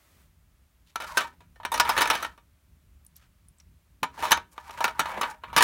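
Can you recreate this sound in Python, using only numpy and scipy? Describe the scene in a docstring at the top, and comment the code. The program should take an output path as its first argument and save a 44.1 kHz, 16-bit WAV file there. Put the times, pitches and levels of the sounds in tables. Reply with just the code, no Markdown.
"""A small bedroom, close up: hollow plastic toy foods are shuffled in a plastic bowl, in two spells.
Each knock rings the pieces and the bowl under a chattering click; some press the bowl into the bedding
with a dull bump. Sliding edges stick and slip, rasping and ringing the same plastic. Soft brushes come
and go, and a few faint ticks dot the pause. Underneath lie a low handling rumble and a thin hiss."""
import sys
import numpy as np
from scipy import signal
from scipy.fft import rfft, irfft, next_fast_len
from scipy.io import wavfile
from scipy.ndimage import uniform_filter1d, map_coordinates

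SR = 44100
rng = np.random.default_rng(int(sys.argv[2]) if len(sys.argv) > 2 else 0)


def wav_record(signal):
    """Record a signal, one row per channel, as 16-bit PCM in the file named by sys.argv[1]."""
    frames = np.transpose(np.atleast_2d(signal))
    bounded = np.clip(frames, -1, 1)
    # unit amplitude maps onto the largest positive 16-bit level
    quanta = np.round(bounded * 32767).astype(np.int16)
    wavfile.write(sys.argv[1], SR, quanta)


N = 248528

# Cue levels and ring times are nominal: each layer trims them.
# hiss fader: t/s, level/dB
HISS_FADER = [(0, -64.5), (0.22, -64), (0.3, -71.5)]
# soft rubs: t/s, length/s, level/dB, centre f/Hz
BRUSHES = [(0.839, 0.105, -64.5, 3100), (3.148, .045, -58.5, 5500), (3.155, 0.14, -65, 1600),
           (3.588, 0.033, -65.5, 1805), (4.505, 0.052, -61, 8200), (5.288, .04, -50.5, 5730)]
# hits: t/s, level/dB, bowl send/dB, click send/dB, t60/s, struck piece's note f/Hz
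KNOCKS = [(0.9572, -20, -7.5, -11.5, 0.057, 1337), (1.0017, -22.5, -6, -17, 0.21, 1390),
          (1.0209, -27.5, -23, -15.5, 0.057, 1420), (1.1718, -9, -8.5, -10.5, 0.081, 1536),
          (1.188, -14.5, -20.5, -24, .09, 1305), (1.206, -18.5, -15, -14.5, 0.12, 1162),
          (1.4057, -45, -12, -18, 0.11, 963), (1.5578, -46.5, -11, -18, 0.084, 1810),
          (1.6008, -41.5, 9.5, -28.5, 0.059, 1070), (1.6326, -34, 0, -28.5, .041, 1750),
          (1.6506, -16.5, -5, -17.5, .059, 1030), (1.718, -22, 8, -5.5, 0.17, 1825),
          (1.7408, -17, 3, -8, 0.11, 1896), (1.7765, -22, -4, -9.5, .054, 1250),
          (1.7987, -5, -4, -10.5, 0.055, 1440), (1.8499, -21, 1, -20.5, 0.11, 1336),
          (1.8917, -11, 0.5, -12, .08, 1520), (1.966, -15.5, -9, -19.5, 0.044, 1820),
          (1.9772, -8, -11, -16, 0.15, 1802), (2.0083, -9.5, -7, -13.5, 0.11, 1410),
          (2.0178, -11, -8, -10.5, 0.077, 1864), (2.0558, -15.5, -5.5, -20.5, 0.058, 1293),
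          (2.0738, -19, -15.5, -10.5, 0.091, 1740), (2.1006, -5.5, -9, -15.5, .065, 1303),
          (2.1314, -14, -4.5, -20, 0.27, 1820), (2.152, -18.5, -19, -12, 0.048, 1630),
          (2.2263, -18.5, -9.5, -13.5, 0.1, 1340), (2.2472, -19.5, -5.5, -20.5, .055, 1840),
          (2.377, -44.5, -4, -17.5, 0.091, 1170), (4.0306, -14, -2.5, -16.5, .05, 1013),
          (4.1765, -46, 15.5, -16, .065, 1240), (4.2248, -20.5, 1, -18.5, .049, 1060),
          (4.233, -15, 2, -16.5, 0.52, 1068), (4.2534, -20, -1, -18, 0.062, 1156),
          (4.3086, -14, -2, -9, .1, 1537), (4.3176, -1.5, -6, -12, 0.053, 1687),
          (4.373, -22, -0.5, -16.5, 0.046, 1130), (4.579, -30, 1, -26, 0.033, 1193),
          (4.6943, -33.5, 2.5, -22, .05, 1230), (4.7079, -35, -18, -10, .035, 1120),
          (4.806, -21, 8.5, -15.5, 0.063, 1310), (4.8424, -8.5, -8, -15, 0.045, 1406),
          (4.8791, -18, -13, -22, .06, 1300), (4.9936, -11, -7, -12.5, 0.083, 1374),
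          (5.0568, -21.5, -1.5, -21.5, 0.075, 1198), (5.0922, -29.5, 3.5, -31, 0.046, 1100),
          (5.2117, -14.5, -7, -14.5, 0.096, 1162), (5.2309, -14.5, -3.5, -26, 0.082, 1135),
          (5.4361, -28.5, -2, -37, 0.078, 1076), (5.5291, -26, 1, -19.5, 0.39, 1110),
          (5.5639, -5.5, -9, -11.5, 0.11, 1160), (5.5773, -5.5, -5, -13, 0.1, 1213),
          (5.6069, -7.5, 1, -15, .065, 1873), (5.6236, -3, -20, -8.5, 0.074, 1730)]
# drags: start t/s, end t/s, bowl level/dB, pieces level/dB, grit level/dB
SLIDES = [(1.046, 1.236, -43.5, -66, -61), (1.771, 1.869, -40, -36.5, -57.5),
          (1.874, 2.122, -34.5, -36, -55), (2.15, 2.237, -41.5, -43.5, -56),
          (4.197, 4.329, -40, -50.5, -57.5), (4.581, 4.79, -51.5, -58.5, -69),
          (4.796, 4.896, -37.5, -42.5, -59), (5, 5.3, -39.5, -47, -63), (5.46, 5.575, -52.5, -52.5, -76)]
# the bowl pushed into the bedding: t/s, level/dB
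BUMPS = [(1.794, -43.5), (2.111, -49.5), (4.026, -36), (4.317, -36.5), (4.844, -41), (4.995, -38.5),
         (5.565, -31.5)]
# light ticks: t/s, level/dB, f/Hz, t60/s
TICKS = [(3.049, -44.5, 12640, 0.021), (3.0648, -38.5, 9530, 0.017), (3.158, -46, 5720, 0.02),
         (3.1646, -37, 12100, 0.013), (3.485, -41.5, 9700, 0.0202), (3.5842, -50, 7900, 0.018),
         (3.6, -41, 5700, 0.0198)]
# modes of the bowl: f/Hz, level/dB, t60/s
BOWL_MODES = [(470, -26.5, 0.22), (513, -12, 0.055), (624, -13.5, 0.17), (802, -8, 0.12),
              (899.7, 3.5, 0.074), (955.3, 0, 0.16), (1019, 2.5, 0.038), (1164, -6.5, 0.081)]
# modes of the hollow pieces: f/Hz, level/dB, t60 as a multiple of the contact's t60
SHELL_MODES = [(1120, -4.5, 0.3), (1225, 3, 1.9), (1290, -7, 3.6), (1415, -4, 2.4), (1520, -6.5, 3.3),
               (1726, -1.5, 2.1), (1825, -8, 3.3), (2150, -17, 0.42), (2297, 1, 1.6), (2530, 1, 1.2),
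               (2722, -2, 0.48), (2980, 1, 1.3), (3120, -10.5, 2.4), (3460, -12.5, 2.2), (3737, -2, 1.2),
               (4013, 1, 0.56), (4376, -8.5, 1.7)]
# EQ curves: f/Hz, level/dB
RUMBLE_EQ = [(15, -35), (28, -13.5), (42, -3.5), (70, 1), (115, -12.5), (170, -11), (230, -21),
             (400, -30.5), (700, -70)]  # low handling rumble
HISS_EQ = [(150, -36), (250, -8), (493, -16.5), (607, -9.5), (710, -15), (1280, -11.5), (1380, -14),
           (2320, -15), (4900, -20.5), (16000, -20.5)]  # thin hiss
CLACK_EQ = [(400, -35), (900, -3), (1250, 8), (1800, 2.5), (2300, 0), (3800, -4), (5500, -26),
            (9000, -45.5)]  # midrange of a knock
THUD_EQ = [(30, -30), (100, -14.5), (250, 0), (500, 2.5), (720, 8), (1000, -11), (2000, -24)]  # its low body
CLICK_EQ = [(300, -59.5), (1500, -36.5), (3300, 0), (4500, 0), (6000, 3.5), (7800, -7.5), (10500, -14),
            (15500, -37)]  # its hard edge
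SNAP_EQ = [(300, -59), (4000, -27), (7500, -4), (9800, 3.5), (12000, -2), (15500, -3)]  # the top of the click
RUB_EQ = [(60, -20.5), (200, -8.5), (550, -7), (800, -8.5), (1000, -10), (1400, -0.5), (2500, -10),
          (6000, -47.5)]  # dull rub on the bowl
RASP_EQ = [(400, -21.5), (1200, -1), (1800, 1), (2600, 3.5), (4000, -8.5), (6500, -25.5), (12000, -52.5)]  # dry rasp of piece on piece
GRIT_EQ = [(200, -49), (1200, -21), (2500, -5), (4000, 7.5), (6000, 3.5), (8000, 0), (10000, -1.5),
           (15500, -7)]  # hiss of a sliding edge
BUMP_EQ = [(40, -29), (110, -10), (170, -3), (255, -4), (310, -5), (400, -24.5), (700, -43), (2000, -81)]  # bowl into bedding
# the bedroom's decay: f/Hz, t60/s
ROOM_DECAY = [(200, 0.73), (600, 0.1), (1500, 0.22), (4000, 0.18), (10000, 0.071), (16000, 0.016)]

TOP_HZ = 16000  # band limit


def amp(db):
    """Decibels to gain."""
    return 10 ** (np.asarray(db) / 20)


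def unit(x):
    """Scale to rms 1."""
    return x / np.sqrt(np.mean(x ** 2) + 1e-20)


def blow(x):
    """Scale a transient to the energy of 10 ms at rms 1."""
    return x / np.sqrt(np.sum(x ** 2) / (SR / 100) + 1e-20)


def along(points, hz):
    """Read (Hz, value) points on a log axis."""
    f, values = np.transpose(points)
    return np.interp(np.log(hz + 1), np.log(f + 1), values)


def colour(x, eq):
    """Minimum-phase EQ, so nothing rings ahead of an attack."""
    size = 4096
    cepstrum = irfft(np.log(amp(along(eq, np.fft.rfftfreq(size, 1 / SR)))))
    cepstrum[1:size // 2] *= 2
    cepstrum[size // 2 + 1:] = 0
    return signal.fftconvolve(x, irfft(np.exp(rfft(cepstrum))))[:len(x)]


def band(x, hz, q):
    """One resonance at hz."""
    return signal.lfilter(*signal.iirpeak(hz, q, SR), x)


def fade(t, t60):
    """Exponential decay, 60 dB down at t60."""
    return np.exp(-np.log(1000) * t / np.maximum(t60, 1e-4))


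def sway(per_s):
    """A smooth random curve through per_s points a second."""
    return map_coordinates(rng.standard_normal(600), [np.arange(N) * per_s / SR], mode="wrap")


def add(track, s, x):
    """Mix x into the track at time s."""
    part = track[max(round(s * SR), 0):][:len(x)]
    part += x[:len(part)]


def rumble(toys):
    """A swaying low bed that grows while the toys are handled."""
    handling = np.sqrt(np.abs(uniform_filter1d(toys ** 2, round(0.23 * SR))))  # running rms
    at_rest = amp(-62 + 3 * sway(per_s=10))
    level = np.hypot(at_rest, amp(-30.5) * handling)
    return level * unit(colour(rng.standard_normal(N), RUMBLE_EQ))


def hiss():
    """Thin air that drops back just after the start."""
    level_db = np.interp(np.arange(N) / SR, *np.transpose(HISS_FADER))
    return amp(level_db) * unit(colour(rng.standard_normal(N), HISS_EQ))


def slips(per_s, spiky, clump_db):
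    """Stick-slip impulses of uneven size, clumping as the grip varies; rms 1."""
    size, sign = rng.standard_normal((2, N))
    knots = np.arange(N) * 90 / SR  # 90 new grips a second
    grip = map_coordinates(rng.standard_normal(int(knots[-1]) + 2), [knots], order=1)
    slipping = rng.random(N) < per_s / SR
    strength = np.exp(spiky * np.minimum(size, 2)) * amp(clump_db * grip)
    return unit(slipping * np.sign(sign) * strength)


def brushes():
    """Brief soft rubs: fine slips that swell and fade."""
    out = np.zeros(N)
    for s, length, db, hz in BRUSHES:
        rub = unit(band(slips(per_s=1300, spiky=0.18, clump_db=0.5), hz, q=1.1))
        size = round(length * SR)
        add(out, s, amp(db) * np.hanning(size) * rub[:size])
    return out


def contacts():
    """Every knock with its note's level, plus one weaker rebound for each hard knock."""
    settle_s, hard_db, rebound_db = 0.14, -14.5, -6.5
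    rests = np.diff([row[0] for row in KNOCKS], prepend=0)
    notes_db = -18 + 6 * np.minimum(rests / settle_s, 1)  # jostled pieces damp each other
    hits = [(*row, note_db) for row, note_db in zip(KNOCKS, notes_db)]
    flights_s = 0.0075 * np.exp(0.15 * rng.standard_normal(len(hits)))
    rebounds = [(s + flight, db + rebound_db, *same)
                for (s, db, *same), flight in zip(hits, flights_s) if db > hard_db]
    return hits + rebounds


def ring(modes, t, stretch, detune, scatter_db):
    """Damped modes; each point of contact excites them with new strengths and signs."""
    hz, db, t60 = np.transpose(modes)[:, :, None]
    pitch, level, side = rng.standard_normal((3, len(modes), 1))
    waves = np.sin(2 * np.pi * hz * (1 + detune * pitch) * t) * fade(t, t60 * stretch)
    return np.sum(np.sign(side) * amp(db + scatter_db * level) * waves, axis=0)


def chatter(t, t60, spiky, first_db):
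    """One sharp contact, then a dying spray of tiny rebounds."""
    size, sign = rng.standard_normal((2, len(t)))
    spray = blow(sign * np.exp(spiky * size) * fade(t, t60))
    return spray + amp(first_db) * blow(t == 0)


def rippled(eq, depth_db):
    """Every edge has its own crowd of damped high modes: random peaks and dips on an EQ curve."""
    hz = np.linspace(eq[0][0], TOP_HZ, 70)
    return np.transpose([hz, along(eq, hz) + depth_db * rng.standard_normal(len(hz))])


def knocks():
    """Each contact thuds, rings the struck piece, its neighbours and the bowl, and clicks at the edge."""
    out, t = np.zeros(N), np.arange(SR // 8) / SR
    attack = 1 - fade(t, 0.005)
    for s, db, bowl_db, click_db, t60, note_hz, note_db in contacts():
        note = blow(attack * np.sin(2 * np.pi * note_hz * t) * fade(t, t60 * 1.3))
        shell = blow(attack * ring(SHELL_MODES, t, stretch=t60, detune=0.0098, scatter_db=1))
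        clack = blow(colour(chatter(t, t60, spiky=0.51, first_db=-31), CLACK_EQ))
        bowl = blow(attack * ring(BOWL_MODES, t, stretch=0.93, detune=0.0066, scatter_db=-0.5))
        thud = blow(colour(chatter(t, t60 * 0.94, spiky=0.23, first_db=-11.5), THUD_EQ))
        click_spray = chatter(t, t60 * 0.87, spiky=1, first_db=-25.5)
        click = blow(colour(click_spray, rippled(CLICK_EQ, depth_db=6.5)))
        snap_spray = chatter(t, t60 * 0.46, spiky=0.35, first_db=-13.5)  # the top dies first
        snap = blow(colour(snap_spray, rippled(SNAP_EQ, depth_db=3.5)))
        thud_db = -21 - 0.26 * (db + 20)  # light knocks are duller
        tone = amp(note_db) * note + amp(-16.5) * shell + amp(bowl_db - 9.5) * bowl
        body = amp(-13.5) * clack + amp(thud_db) * thud
        edge = amp(click_db - 7) * (click + amp(-2) * snap)
        add(out, s, amp(db) * (tone + body + edge))
    return out


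def wandering_ring(force, modes, stretch, detune):
    """As the point of contact travels, the slips feed an ever new mix of the modes."""
    out, t = np.zeros(N), np.arange(SR // 16) / SR
    hop = SR // 20
    crossfade = np.sqrt(np.hanning(2 * hop))
    for start in range(0, N, hop):
        part = force[start:start + 2 * hop]
        if np.abs(part).max() > 1e-7:
            ringing = ring(modes, t, stretch, detune, scatter_db=4)
            ringing /= np.linalg.norm(ringing)
            add(out, start / SR, signal.fftconvolve(part * crossfade[:len(part)], ringing))
    return out


def slides():
    """Edges dragging over smooth plastic feed small slips into the bowl and the hollow pieces."""
    t, levels = np.arange(N) / SR, np.zeros((3, N))
    attack_db_per_s, release_db_per_s = 335.5, 258
    for start, end, *dbs in SLIDES:
        before, after = np.maximum(start - t, 0), np.maximum(t - end, 0)
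        stroke = amp(-attack_db_per_s * before - release_db_per_s * after)
        levels = np.maximum(levels, amp(dbs)[:, None] * stroke)
    pressure = amp(1.47 * sway(per_s=60))
    on_bowl, on_shell, on_edge = levels * pressure
    grains = slips(per_s=4000, spiky=0.5, clump_db=3)
    low_modes = SHELL_MODES[:9]  # pieces pressed together ring only low; the high modes just rasp
    bowl = amp(-0.5) * wandering_ring(on_bowl * grains, BOWL_MODES, stretch=0.66, detune=0.022)
    rub = amp(-4) * on_bowl * unit(colour(grains, RUB_EQ))
    shell = amp(-2) * wandering_ring(on_shell * grains, low_modes, stretch=0.038, detune=0.015)
    rasp = amp(-10) * on_shell * unit(colour(grains, RASP_EQ))
    grit = amp(7.5) * on_edge * unit(colour(grains, GRIT_EQ))
    return bowl + rub + shell + rasp + grit


def bumps():
    """The harder blows press the bowl into the bedding with a dull bump."""
    out, t = np.zeros(N), np.arange(SR // 7) / SR
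    for s, db in BUMPS:
        spray = chatter(t, t60=0.1, spiky=0.3, first_db=-1)
        add(out, s, amp(db) * blow(colour(spray, BUMP_EQ)))
    return out


def ticks():
    """Tiny bright ticks with no body behind them."""
    out, t = np.zeros(N), np.arange(SR // 20) / SR
    for s, db, hz, t60 in TICKS:
        spray = chatter(t, t60, spiky=0.66, first_db=-19.5)
        add(out, s, amp(db - 15) * blow(band(spray, hz, q=14)))
    return out


def room(x):
    """The bedroom's short diffuse tail, duller as it dies."""
    hz, t, noise = signal.stft(rng.standard_normal(SR // 2), SR, nperseg=256)
    tail = signal.istft(noise * fade(t, along(ROOM_DECAY, hz)[:, None]), SR, nperseg=256)[1]
    tail = colour(tail, eq=[(150, -2), (1200, -0.5), (4000, 0), (14000, 16)])
    tail *= 1 - np.exp(-(np.arange(len(tail)) / SR / 0.016) ** 2)  # the walls answer a little late
    return signal.fftconvolve(x, tail / np.linalg.norm(tail))[:N]


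def scene():
    """The toys up front with a touch of room, over rumble and hiss; mono."""
    toys = knocks() + bumps() + slides() + ticks() + brushes()
    return (toys + amp(-20.5) * room(toys) + rumble(toys) + hiss())[None]


def record(dry):
    """The small microphone rounds off the tallest peaks and drops the deepest bass and the very top."""
    ceiling, low_cut_hz = 0.8, 36.6
    rounded = dry / (1 + (dry / ceiling) ** 4) ** (1 / 4)
    size = next_fast_len(N + SR // 2)
    hz = np.fft.rfftfreq(size, 1 / SR)
    bass_cut = hz ** 4 / np.hypot(hz ** 4, low_cut_hz ** 4)
    top_cut = 1 / np.hypot(1, (hz / TOP_HZ) ** 120)
    return irfft(rfft(rounded, size) * bass_cut * top_cut, size)[:, :N]


dry = scene()
out = record(dry)
wav_record(out)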